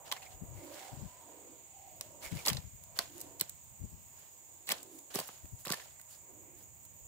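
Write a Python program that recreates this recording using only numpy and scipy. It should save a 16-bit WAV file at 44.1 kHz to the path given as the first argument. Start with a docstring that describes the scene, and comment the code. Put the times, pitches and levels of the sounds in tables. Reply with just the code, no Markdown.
"""A hooked fish thrashes on a dry log by a river, close by, while cicadas, leaves and river hiss in noise bands.
The first slaps come at 0.1 s: noise bursts ring as wet smack, hook tick and log thud, with rasping grains.
Gusts then thump the left port with low noise bumps, and twigs moan in broad bands and wavering tones.
Slap flurries follow near 2.5, 3.4, 4.7 and 5.2 s, with drops, lone lure rattles and juddering rubs between.
A last flurry near 5.7 s thins to one slap at 6 s, then a rustle, a lone tick and a faint final eddy at 7 s."""
import sys
import numpy as np
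from scipy import signal
from scipy.io import wavfile
from scipy.ndimage import uniform_filter1d

SR = 44100
rng = np.random.default_rng(int(sys.argv[2]) if len(sys.argv) > 2 else 0)


def persist_wave(psi):
    """Save psi, clipped to +-1, as 16-bit WAV."""
    counts = np.round(np.clip(psi, -1, 1) * 32767).astype(np.int16)
    wavfile.write(sys.argv[1], SR, np.atleast_2d(counts).T)


N = 311787
T = np.arange(N) / SR
# Source levels hold before panning and before the final low and high cuts; stereo rows are left, right.


def amp(db):
    """Level in dB to linear gain."""
    return 10 ** (np.asarray(db) / 20)


def rms(x):
    """Root-mean-square level over all samples and ports."""
    return np.sqrt(np.mean(x ** 2))


def unit(x):
    """Scale to an RMS of 1."""
    return x / rms(x)


def pan(db):
    """Port gains whose left-to-right difference is db; negative leans right."""
    return amp(np.array([[db], [-db]]) / 2)


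def band(x, hz, width_hz):
    """Two-pole resonance, gain 1 at the centre."""
    b, a = signal.iirpeak(min(hz, .45 * SR), hz / width_hz, fs=SR)
    return signal.lfilter(b, a, x)


def double_band(x, hz, width_hz):
    """The same resonance twice, for steeper skirts."""
    return band(band(x, hz, width_hz), hz, width_hz)


def rings(x, modes, twice=False):
    """Sum of resonances, each at its own level; a second, wider pass darkens the valleys."""
    out = 0
    for hz, width_hz, db in modes:
        mode = band(x, hz, width_hz)
        if twice:
            mode = band(mode, hz, 2 * width_hz)
        out = out + amp(db) * unit(mode)
    return out


def curve(rows, column):
    """One column of a table, interpolated to a value per sample."""
    rows = np.array(rows)
    return np.interp(T, rows[:, 0], rows[:, column])


def walk(rate):
    """Random levels held 1 / rate s and slewed twice, with an RMS of 1."""
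    hold = int(SR / rate)
    steps = np.repeat(rng.standard_normal(N // hold + 1), hold)
    return unit(uniform_filter1d(uniform_filter1d(steps, hold), hold)[:N])


def pair(length, likeness):
    """White noise at two ports with the given correlation."""
    c = np.clip(likeness, 0, 1)
    mid, side = rng.standard_normal((2, length))
    return np.sqrt((1 + c) / 2) * mid + np.sqrt((1 - c) / 2) * side * np.array([[1], [-1]])


def trail(rows, decay_s):
    """Envelope of (time [s], level [dB]) events: powers add, each amplitude falls to 1/e in decay_s."""
    power = np.zeros(N)
    for s, db in rows:
        power[int(s * SR)] += amp(2 * db)
    return np.sqrt(signal.lfilter([1], [1, -np.exp(-2 / (decay_s * SR))], power))


SLAP_SAMPLES = 2048
MAX_LEFT_LEAD = 6  # samples the left port may hear a contact first; each contact lies at its own angle
SLAP_PAN_DB, THUD_PAN_DB = -2.5, -4
THUD_LAG_S = 0.003053  # the log answers a little after the smack
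TICK_MS, TICK_HZ = 2.2, 7300  # contact time scale and smack pitch of a lone rattle
TICK_BODY_DB, TICK_LOG_DB = -10.5, -38.5  # its smack and thud, against its tick
# Slaps on the log: (time [s], smack level [dB], smack pitch [Hz], log thud level [dB],
# lure tick level [dB], contact time scale [ms])
SLAPS = [(0.1151, -34, 3230, -60, -45, 4.2), (0.1204, -38.5, 1180, -70, -49, 2.7),
         (0.1232, -30.5, 3640, -62, -35, 1.6), (0.1236, -38, 1070, -65, -58, 1.12),
         (0.164, -48.5, 2200, -77, -69, 4.6), (0.221, -54, 2600, -84, -58, 8.6),
         (2.0102, -35.5, 5200, -57, -33.5, 1.5), (2.452, -38, 3930, -50, -45, 3.4),
         (2.4613, -32.5, 4800, -56, -30.5, 2.9), (2.468, -35.5, 940, -43, -34, 2.44),
         (2.473, -30.5, 2600, -37.5, -26, 1.23), (2.4815, -24.5, 4900, -38.5, -30, 3.56),
         (2.4894, -41, 2440, -45, -29, 3.2), (2.499, -34.5, 3030, -46, -36.5, 2.6),
         (2.5304, -38, 4770, -62, -43, 1.4), (2.5348, -45, 3800, -61, -50, 1.5),
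         (2.547, -49, 4000, -54, -56, 2.7), (2.5686, -38.5, 3880, -53.5, -58, 3.1),
         (2.989, -24, 4400, -40, -28.5, 2.18), (2.9914, -33.5, 1540, -63, -48, 1.17),
         (2.995, -46.5, 690, -63, -60, 10.6), (3.03, -60, 3700, -68, -69, 12),
         (3.4, -38, 4020, -61, -46, 1.7), (3.407, -57, 1550, -48, -50, 5.1),
         (3.4102, -29.5, 4000, -52, -24.5, 1), (3.4167, -48, 4000, -68, -43, 2.6),
         (4.6744, -48, 3720, -59, -51, 14.5), (4.6901, -33, 2110, -48, -30.5, 1.6),
         (4.6999, -36, 3930, -45, -41, 2.75), (4.706, -33, 2240, -48, -39, 4.8),
         (4.7159, -31.5, 4970, -53, -36, 2.15), (4.719, -29, 3350, -42, -27, 1.63),
         (4.7219, -41.5, 1870, -43, -30, 1.74), (5.141, -47.5, 4000, -47.5, -45, 4.8),
         (5.1495, -43.5, 1750, -41.5, -31, 1.64), (5.155, -36, 5070, -35, -33, 3.2),
         (5.187, -36, 730, -45, -38, 1.65), (5.19, -36, 2780, -43.5, -32, 1.35),
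         (5.1988, -40, 4600, -45, -36, 3.4), (5.212, -48.5, 696, -51, -50, 3),
         (5.2882, -46.5, 1090, -52.5, -54, 3.04), (5.455, -62.5, 2570, -62, -51, 1.95),
         (5.6518, -47, 1490, -60, -38.5, 2), (5.656, -43.5, 4000, -68, -52, 3.6),
         (5.665, -45, 1180, -45, -57, 3.2), (5.6709, -39, 2540, -46, -37, 0.79),
         (5.68, -40.5, 4500, -51, -48, 2.4), (5.692, -43, 1180, -69, -47, 6.4),
         (5.7019, -34.5, 4660, -61, -38, 1.9), (5.7024, -40.5, 1600, -36, -46, 2.5),
         (5.7152, -36.5, 4670, -46, -44, 3), (5.7205, -32.5, 4550, -44, -31, 3),
         (5.7332, -36.5, 1760, -45, -42, 4.6), (5.7408, -38, 4970, -63, -42, 2.4),
         (5.798, -49, 1800, -78, -62, 4.6), (5.996, -56.5, 1830, -66, -52, 2.6)]
# The lure rattling alone: (time [s], tick level [dB])
LURE_RATTLES = [(2.2295, -55), (2.318, -50), (2.389, -47), (2.837, -46), (2.9738, -44), (3.1794, -45.5),
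                (3.204, -42.5), (3.213, -37.5), (3.3958, -39), (3.4943, -38), (4.193, -54), (4.6697, -45.5),
                (4.829, -44), (4.9877, -47.5), (5.274, -45), (5.2794, -41.5), (6.013, -47.5), (6.8506, -52)]


def flapping():
    """Every contact is a ragged burst that excites the lure body, its hooks and the log."""
    out = np.zeros((2, N + 4096))
    rattles = [(s, db + TICK_BODY_DB, TICK_HZ, db + TICK_LOG_DB, db, TICK_MS) for s, db in LURE_RATTLES]
    for s, smack_db, hz, thud_db, tick_db, ms in SLAPS + rattles:
        contact_s = ms / 1000
        held = int(contact_s * SR) + 40  # samples over which levels are set
        push = contact_push(contact_s)
        force = pair(SLAP_SAMPLES, np.exp(-hz / LIKE_HZ)) * push
        smack = wet_smack(force, hz)
        tick = hook_tick(push)
        thud = log_thud(force, smack_db - thud_db)
        bright = amp(smack_db) * smack / rms(smack[:, :held]) + amp(tick_db) * tick / rms(tick[:, :held])
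        bright[1] = np.roll(bright[1], rng.integers(2, MAX_LEFT_LEAD + 1))
        low = amp(thud_db) * thud / rms(thud[:held + 80])
        low = np.roll(low, int(THUD_LAG_S * SR))
        i = int((s - 0.27 * contact_s) * SR)
        out[:, i:i + SLAP_SAMPLES] += bright * pan(SLAP_PAN_DB) + low * pan(THUD_PAN_DB)
    return (out + scatter(out))[:, :N]


def contact_push(contact_s):
    """Force of one contact: it builds up, chatters in random steps and lets go."""
    x = np.arange(SLAP_SAMPLES) / SR / (0.73 * contact_s)
    chatter_db = 4.5 * np.repeat(rng.standard_normal(SLAP_SAMPLES // 16), 16)
    return x * np.exp(-x ** 1.042) * amp(chatter_db)


LIKE_HZ = 1900  # the two ports agree for smack pitches well below this
SMACK_Q = 0.66
RING_Q, RING_DB = 5, 2  # the struck spot also rings at the smack pitch; level against the smack
# Hollow lure body: (resonance [Hz], width [Hz], level [dB])
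LURE_BODY = [(1040, 55, 9), (1960, 860, 5.5), (4100, 400, -2), (4880, 6200, 7.5)]


def wet_smack(force, hz):
    """Direct force and hollow lure body through one broad band, plus a narrower ring of the struck spot."""
    smack = band(force + rings(force, LURE_BODY) * force.std(), hz, hz / SMACK_Q)
    ring = band(force + force[::-1] / 2, hz, hz / RING_Q)  # half of the other port leaks in
    return smack / smack.std() + amp(RING_DB) * ring / ring.std()


# Rings and hooks of the lure: (resonance [Hz], width [Hz], level [dB])
HOOK_MODES = [(8190, 900, 11.5), (9100, 110, 0.5), (11930, 4800, 15), (16500, 5400, 18.5)]


def hook_tick(push):
    """The push rattles rings and hooks, nearly independent at the two ports."""
    return rings(pair(SLAP_SAMPLES, 0.02) * push, HOOK_MODES, twice=True)


THUD_HZ, THUD_OCTAVE_DB = 415, 9  # band centre at equal levels; smack excess that raises it an octave
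# Wooden log: (resonance [Hz], width [Hz], level [dB])
LOG_MODES = [(161, 120, 18), (346, 350, 15), (590, 450, 9.5), (905, 290, 5)]


def log_thud(force, smack_over_thud_db):
    """Log resonances; the heavier the thud against the smack, the deeper it sounds."""
    hz = THUD_HZ * 2 ** np.clip(smack_over_thud_db / THUD_OCTAVE_DB, -.5, 1)
    return band(rings(force.sum(0), LOG_MODES, twice=True), hz, 1.07 * hz)


SCATTER_T60_S, SCATTER_DB, SCATTER_HZ = .1, -17, 2200


def scatter(dry_slaps):
    """Sand and brush return a short, dull, diffuse tail."""
    t = np.arange(SR // 4) / SR
    tail = pair(len(t), 0.53) * np.exp(-np.log(1000) * t / SCATTER_T60_S)
    tail *= np.minimum(t / 0.0018, 1)  # soft start
    tail = band(tail, SCATTER_HZ, 2 * SCATTER_HZ)
    tail /= np.sqrt(np.sum(tail ** 2) / 2)
    return amp(SCATTER_DB) * signal.fftconvolve(dry_slaps, tail, axes=1)[:, :dry_slaps.shape[1]]


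def grains(db, size):
    """Gain steps of uneven height, each held for size samples."""
    heights = np.minimum(rng.exponential(size=N // size + 1), 4)
    return amp(db * np.repeat(heights, size)[:N])


# Tone of wet skin and cloth: (resonance [Hz], width [Hz], level [dB])
SKIN_TONE = [(664, 370, 3.5), (1670, 530, -1.5), (2970, 790, -0.5), (4720, 4500, 5)]


def rasp(db, size):
    """Dense stick-slip grains, drawn anew for each resonance of skin and cloth."""
    return unit(sum(rings(pair(N, 0.024) * grains(db, size), [tone]) for tone in SKIN_TONE))


SPRAY_HZ, SPRAY_WIDTH_HZ = 12500, 13000


def rustle():
    """Slap spatter, dragging skin and cloth, and juddering rubs, with one fine spray of treble grains."""
    spray = unit(double_band(pair(N, 0.034) * grains(3.1, size=64), SPRAY_HZ, SPRAY_WIDTH_HZ))
    return (spatter(spray) + drags(spray) + rubs()) * pan(-3.0)


SPATTER_DB, SPATTER_S = -21.5, 0.048  # level against the smack for a 1 ms contact; decay time
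SPATTER_SPRAY_DB = -10  # spray against rasp
DROP_SCATTER_DB = 4  # a few drops are much larger than the rest


def spatter(spray):
    """Drops thrown by each slap: grains that die away, with more power after longer contacts."""
    events = [(hit[0], hit[1] + SPATTER_DB + 10 * np.log10(hit[-1])) for hit in SLAPS]
    drops = rasp(DROP_SCATTER_DB, size=96) + amp(SPATTER_SPRAY_DB) * spray
    return trail(events, SPATTER_S) * drops


# Skin and cloth dragging: (time [s], rasp level [dB], length scale [ms], spray level [dB])
DRAGS = [(0.078, -52, 47, -68), (0.261, -59, 69, -71), (0.33, -60.5, 52, -76), (0.603, -64, 130, -64),
         (0.7, -62, 150, -66), (0.774, -55, 110, -62), (0.86, -58.5, 155, -68), (1.1, -65.5, 670, -87),
         (2.254, -46.5, 68, -49), (2.321, -52.5, 25, -66), (2.393, -49.5, 113, -54.5),
         (2.972, -51, 33, -57), (3.212, -60.5, 170, -58.5), (4.23, -64.5, 150, -71), (4.78, -58, 77, -75),
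         (4.96, -71, 110, -58), (5.113, -51.5, 20, -60), (5.174, -43, 69, -46.5), (5.286, -56.5, 210, -61),
         (5.61, -67, 50, -54.5), (5.79, -55.5, 215, -63), (6.135, -62, 99, -56.5), (6.61, -69.5, 84, -60)]


def drags(spray):
    """Each drag of rasp and spray starts quickly and dies away slowly."""
    out = np.zeros((2, N))
    skin = rasp(2.74, size=96)
    for s, rasp_db, ms, spray_db in DRAGS:
        on = slice(max(int((s - ms / 1000) * SR), 0), int((s + ms / 400) * SR))
        x = (T[on] - s) / (0.5 * ms / 1000)
        shape = np.exp(-np.abs(x) ** np.where(x < 0, 3, 1.3))
        out[:, on] += shape * (amp(rasp_db) * skin[:, on] + amp(spray_db) * spray[:, on])
    return out


RUB_Q, RUB_SLIPS_PER_S = 8.7, 170  # resonance sharpness; slip rate before its random wander
# Rubbed spots: (start time [s], length [ms], pitch [Hz], level [dB])
RUB_SPOTS = [(0.162, 29, 2200, -63), (0.252, 23, 2220, -58.5), (0.55, 110, 2180, -67.5),
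             (0.73, 170, 2140, -64.5), (2.223, 74, 2190, -53.5), (2.316, 8.8, 2260, -55),
             (2.359, 58, 2320, -55), (4.729, 24, 4060, -55), (5.811, 17, 1870, -60),
             (6.11, 50, 4700, -67.5)]


def rubs():
    """A rubbed spot sticks and slips unevenly, each slip exciting a resonance of its own."""
    out, size = np.zeros((2, N)), 8192
    for s, ms, hz, db in RUB_SPOTS:
        rate = RUB_SLIPS_PER_S * amp(50 * uniform_filter1d(rng.standard_normal(size), 256))
        slip_phase = np.cumsum(rate) / SR % 1
        stroke = np.sin(np.pi * np.minimum(T[:size] * 1000 / ms, 1)) ** .5
        drag = pair(size, 0.7) * (0.3 + np.exp(-slip_phase / 0.3)) * stroke
        rub = band(band(drag, hz, hz / RUB_Q), hz, 2 * hz / RUB_Q)
        i = int(s * SR)
        out[:, i:i + size] += amp(db) * rub / np.sqrt(np.sum(rub ** 2) / (2 * ms / 1000 * SR))
    return out


RUMBLE_HZ, RUMBLE_WIDTH_HZ = 91.6, 103
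WAKE_DB, WAKE_S = -19.5, 0.061  # rumble trailing each eddy: level against it, decay time
# Rumble at the left and right port before it wanders: (level [dB])
RUMBLE_LEVELS = [
    [-67],
    [-66],
]


def wind():
    """A wandering faint rumble at both ports; eddies and their wakes strike the exposed left one."""
    rumble = band(rng.standard_normal((2, N)), RUMBLE_HZ, RUMBLE_WIDTH_HZ)
    rumble = band(rumble, RUMBLE_HZ, 0.86 * RUMBLE_WIDTH_HZ)
    wander_db = 3.95 * np.array([walk(3.97), walk(2.88)])
    out = unit(rumble) * amp(np.array(RUMBLE_LEVELS) + wander_db)
    wake = trail([(s, db + WAKE_DB) for s, db, ms in EDDIES], WAKE_S)
    out[0] += unit(rumble[0]) * wake + eddies()
    return out


EDDY_HZ, EDDY_HZ_PER_DB = 114, 5.5  # filter reference at -42 dB; stronger eddies are higher
# Strong eddies at the left port: (time [s], level [dB], length scale [ms])
EDDIES = [(0.358, -47, 17), (0.432, -37.5, 13.6), (0.536, -43.5, 54), (0.936, -40, 10.4),
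          (0.983, -39.5, 11), (1.027, -37, 13), (1.055, -38.5, 10.4), (2.266, -49.5, 24),
          (2.33, -30.5, 9.2), (2.361, -34.5, 10.5), (2.515, -32.5, 12), (2.555, -35, 14),
          (2.586, -36.5, 9.7), (2.659, -41.5, 15), (2.742, -46.5, 13.5), (3.811, -38, 10.3),
          (3.845, -35.5, 12), (3.938, -42.5, 14), (5.445, -41, 6.4), (5.535, -39, 12), (7.019, -54.5, 11)]


def eddies():
    """Each eddy is a rounded bump of low noise, its filters set at fractions of one reference pitch."""
    out, reach = np.zeros(N), 4096
    t = np.arange(-reach, reach) / SR
    for s, db, ms in EDDIES:
        hz = EDDY_HZ + EDDY_HZ_PER_DB * (db + 42.0)
        shape = np.exp(-(t / (1.24 * ms / 1000)) ** 2)
        eddy = band(rng.standard_normal(2 * reach), hz, 0.43 * hz)
        eddy = band(eddy, 0.31 * hz, 0.3 * hz) * shape
        eddy = band(eddy, 0.55 * hz, 2.9 * hz)
        eddy *= amp(db) * np.sqrt(np.sum(shape ** 2) / np.sum(eddy ** 2))
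        i = int(s * SR) - reach
        out[i:i + 2 * reach] += eddy[:N - i]
    return out


MOAN_LIKENESS, MOAN_PAN_DB = .7, -5.5  # correlation of the ports; pan
# Wind in the branches: (time [s], low moan level [dB], high moan level [dB])
MOAN_LEVELS = [(0.0, -93, -59.5), (0.35, -68.5, -67), (0.57, -64, -62.5), (0.81, -62, -58), (1.0, -63, -62),
               (1.14, -77, -66), (1.3, -63.5, -62.5), (1.52, -60.5, -66.5), (1.72, -80, -72),
               (1.92, -70.5, -70.5), (2.42, -62, -60.5), (2.64, -91, -79.5), (2.95, -100, -65),
               (3.13, -69, -77), (3.27, -58, -63.5), (3.37, -63.5, -68), (3.48, -84, -75), (4.67, -73, -76),
               (4.84, -60.5, -73.5), (5.04, -69.5, -75.5), (5.4, -79, -71.5), (6.17, -93, -75.5),
               (6.3, -64, -70.5), (6.52, -67.5, -74), (6.64, -69.5, -78), (6.76, -82, -77.5),
               (7.07, -72.5, -73.5)]
# Low and high moan bands: (centre [Hz], width [Hz], level [dB])
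LOW_BANDS = [(345, 170, 2.5), (498, 135, -5)]
HIGH_BANDS = [(651, 280, 10.4), (918, 75, 5.3)]


def moan():
    """Wind over twigs hums in two sets of broad bands that swell and fade, joined by whistles."""
    out = whistles()
    for column, modes in enumerate((LOW_BANDS, HIGH_BANDS), start=1):
        hum = unit(rings(pair(N, MOAN_LIKENESS), modes, twice=True))
        out += hum * amp(curve(MOAN_LEVELS, column))
    return out * pan(MOAN_PAN_DB)


WHISTLE_WIDTH_HZ = 95  # sets the smoothing of the noise that makes the tone waver
# Wavering tones: (middle time [s], length [s], pitch [Hz], level [dB], glide [Hz per s])
TWIG_TONES = [(0.22, 0.41, 770, -61.5, -300), (0.678, 0.18, 318, -55.5, 31), (0.722, 0.28, 563, -58, -48),
              (0.882, 0.14, 765, -54.5, -63), (1.197, 0.36, 970, -65.5, -200),
              (1.45, 0.29, 480, -65.5, -200), (1.845, 0.22, 775, -59, -300), (2.103, 0.43, 600, -63, -200),
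              (3.154, 0.17, 336, -59.5, 244), (3.315, 0.19, 315, -68, -120),
              (4.883, 0.14, 387, -63.5, -200), (4.958, 0.11, 316, -58, -57), (6.441, 0.39, 341, -66, -70.5)]


def whistles():
    """A twig sheds eddies evenly enough for a gliding tone, wavering on slow noise."""
    out, smooth = np.zeros((2, N)), SR // WHISTLE_WIDTH_HZ
    for s, length_s, hz, db, glide in TWIG_TONES:
        on = slice(max(int((s - length_s) * SR), 0), int((s + length_s) * SR))
        x = (T[on] - s) / (length_s / 2)
        phase = 2 * np.pi * np.cumsum(hz + glide * (T[on] - s)) / SR
        a, b = (uniform_filter1d(uniform_filter1d(pair(len(x), MOAN_LIKENESS), smooth), smooth // 2)
                for _ in range(2))
        tone = unit(a * np.cos(phase) + b * np.sin(phase))
        out[:, on] += amp(db) * np.exp(-x ** 2) * tone
    return out


CICADA_DB, CICADA_PAN_DB = -56.5, -4
# Body resonance and overtone of the chorus: (low edge [Hz], high edge [Hz], relative level [dB])
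CICADA_BANDS = [(6600, 7350, 0), (7350, 8400, -4), (13400, 15600, -4.5), (11400, 12500, -17)]


def cicadas():
    """A far chorus: tymbal clicks blurred to noise in the body bands, throbbing a little."""
    chorus = 0
    for low_hz, high_hz, db in CICADA_BANDS:
        body = signal.butter(3, [low_hz, high_hz], "band", fs=SR, output="sos")
        gain = amp(db + 0.5 * walk(2.47) + 1.24 * walk(90))  # slow drift and fast throb
        chorus = chorus + gain * unit(signal.sosfilt(body, pair(N, 0)))
    return unit(chorus) * amp(CICADA_DB) * pan(CICADA_PAN_DB)


AIR_DB, AIR_PAN_DB = -67, -4
# Colour of the hiss: (frequency [Hz], relative level per Hz [dB])
AIR_COLOUR = [(200, -11), (400, -5.5), (900, 8.5), (1300, -7), (2200, 3), (4500, -4.5), (6000, -3),
              (10000, -2), (16000, -26)]


def air():
    """Leaves and river far away: soft hiss in third-octave-spaced bands that flicker and drift."""
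    hz, db = np.transpose(AIR_COLOUR)
    out = 0
    for f in 220 * 2 ** np.arange(0, 6.3, 1 / 3):
        colour_db = np.interp(np.log(f), np.log(hz), db)
        gain = amp(colour_db + 1.2 * walk(14) + 1.8 * walk(1.5))
        out = out + gain * double_band(pair(N, 0), f, f / 3)
    return unit(out) * amp(AIR_DB) * pan(AIR_PAN_DB)


def scene():
    """Thrashing fish in front, wind around it, cicadas and air far behind."""
    return flapping() + rustle() + wind() + moan() + cicadas() + air()


TOP_HZ = 15600


def record(dry):
    """Roll-off below 40 Hz and a steep one above 15.6 kHz."""
    low_cut = signal.butter(2, 40, "high", fs=SR, output="sos")
    top_cut = signal.cheby1(12, .5, TOP_HZ, fs=SR, output="sos")
    return signal.sosfilt(np.vstack([low_cut, top_cut]), dry)


dry = scene()
out = record(dry)
persist_wave(out)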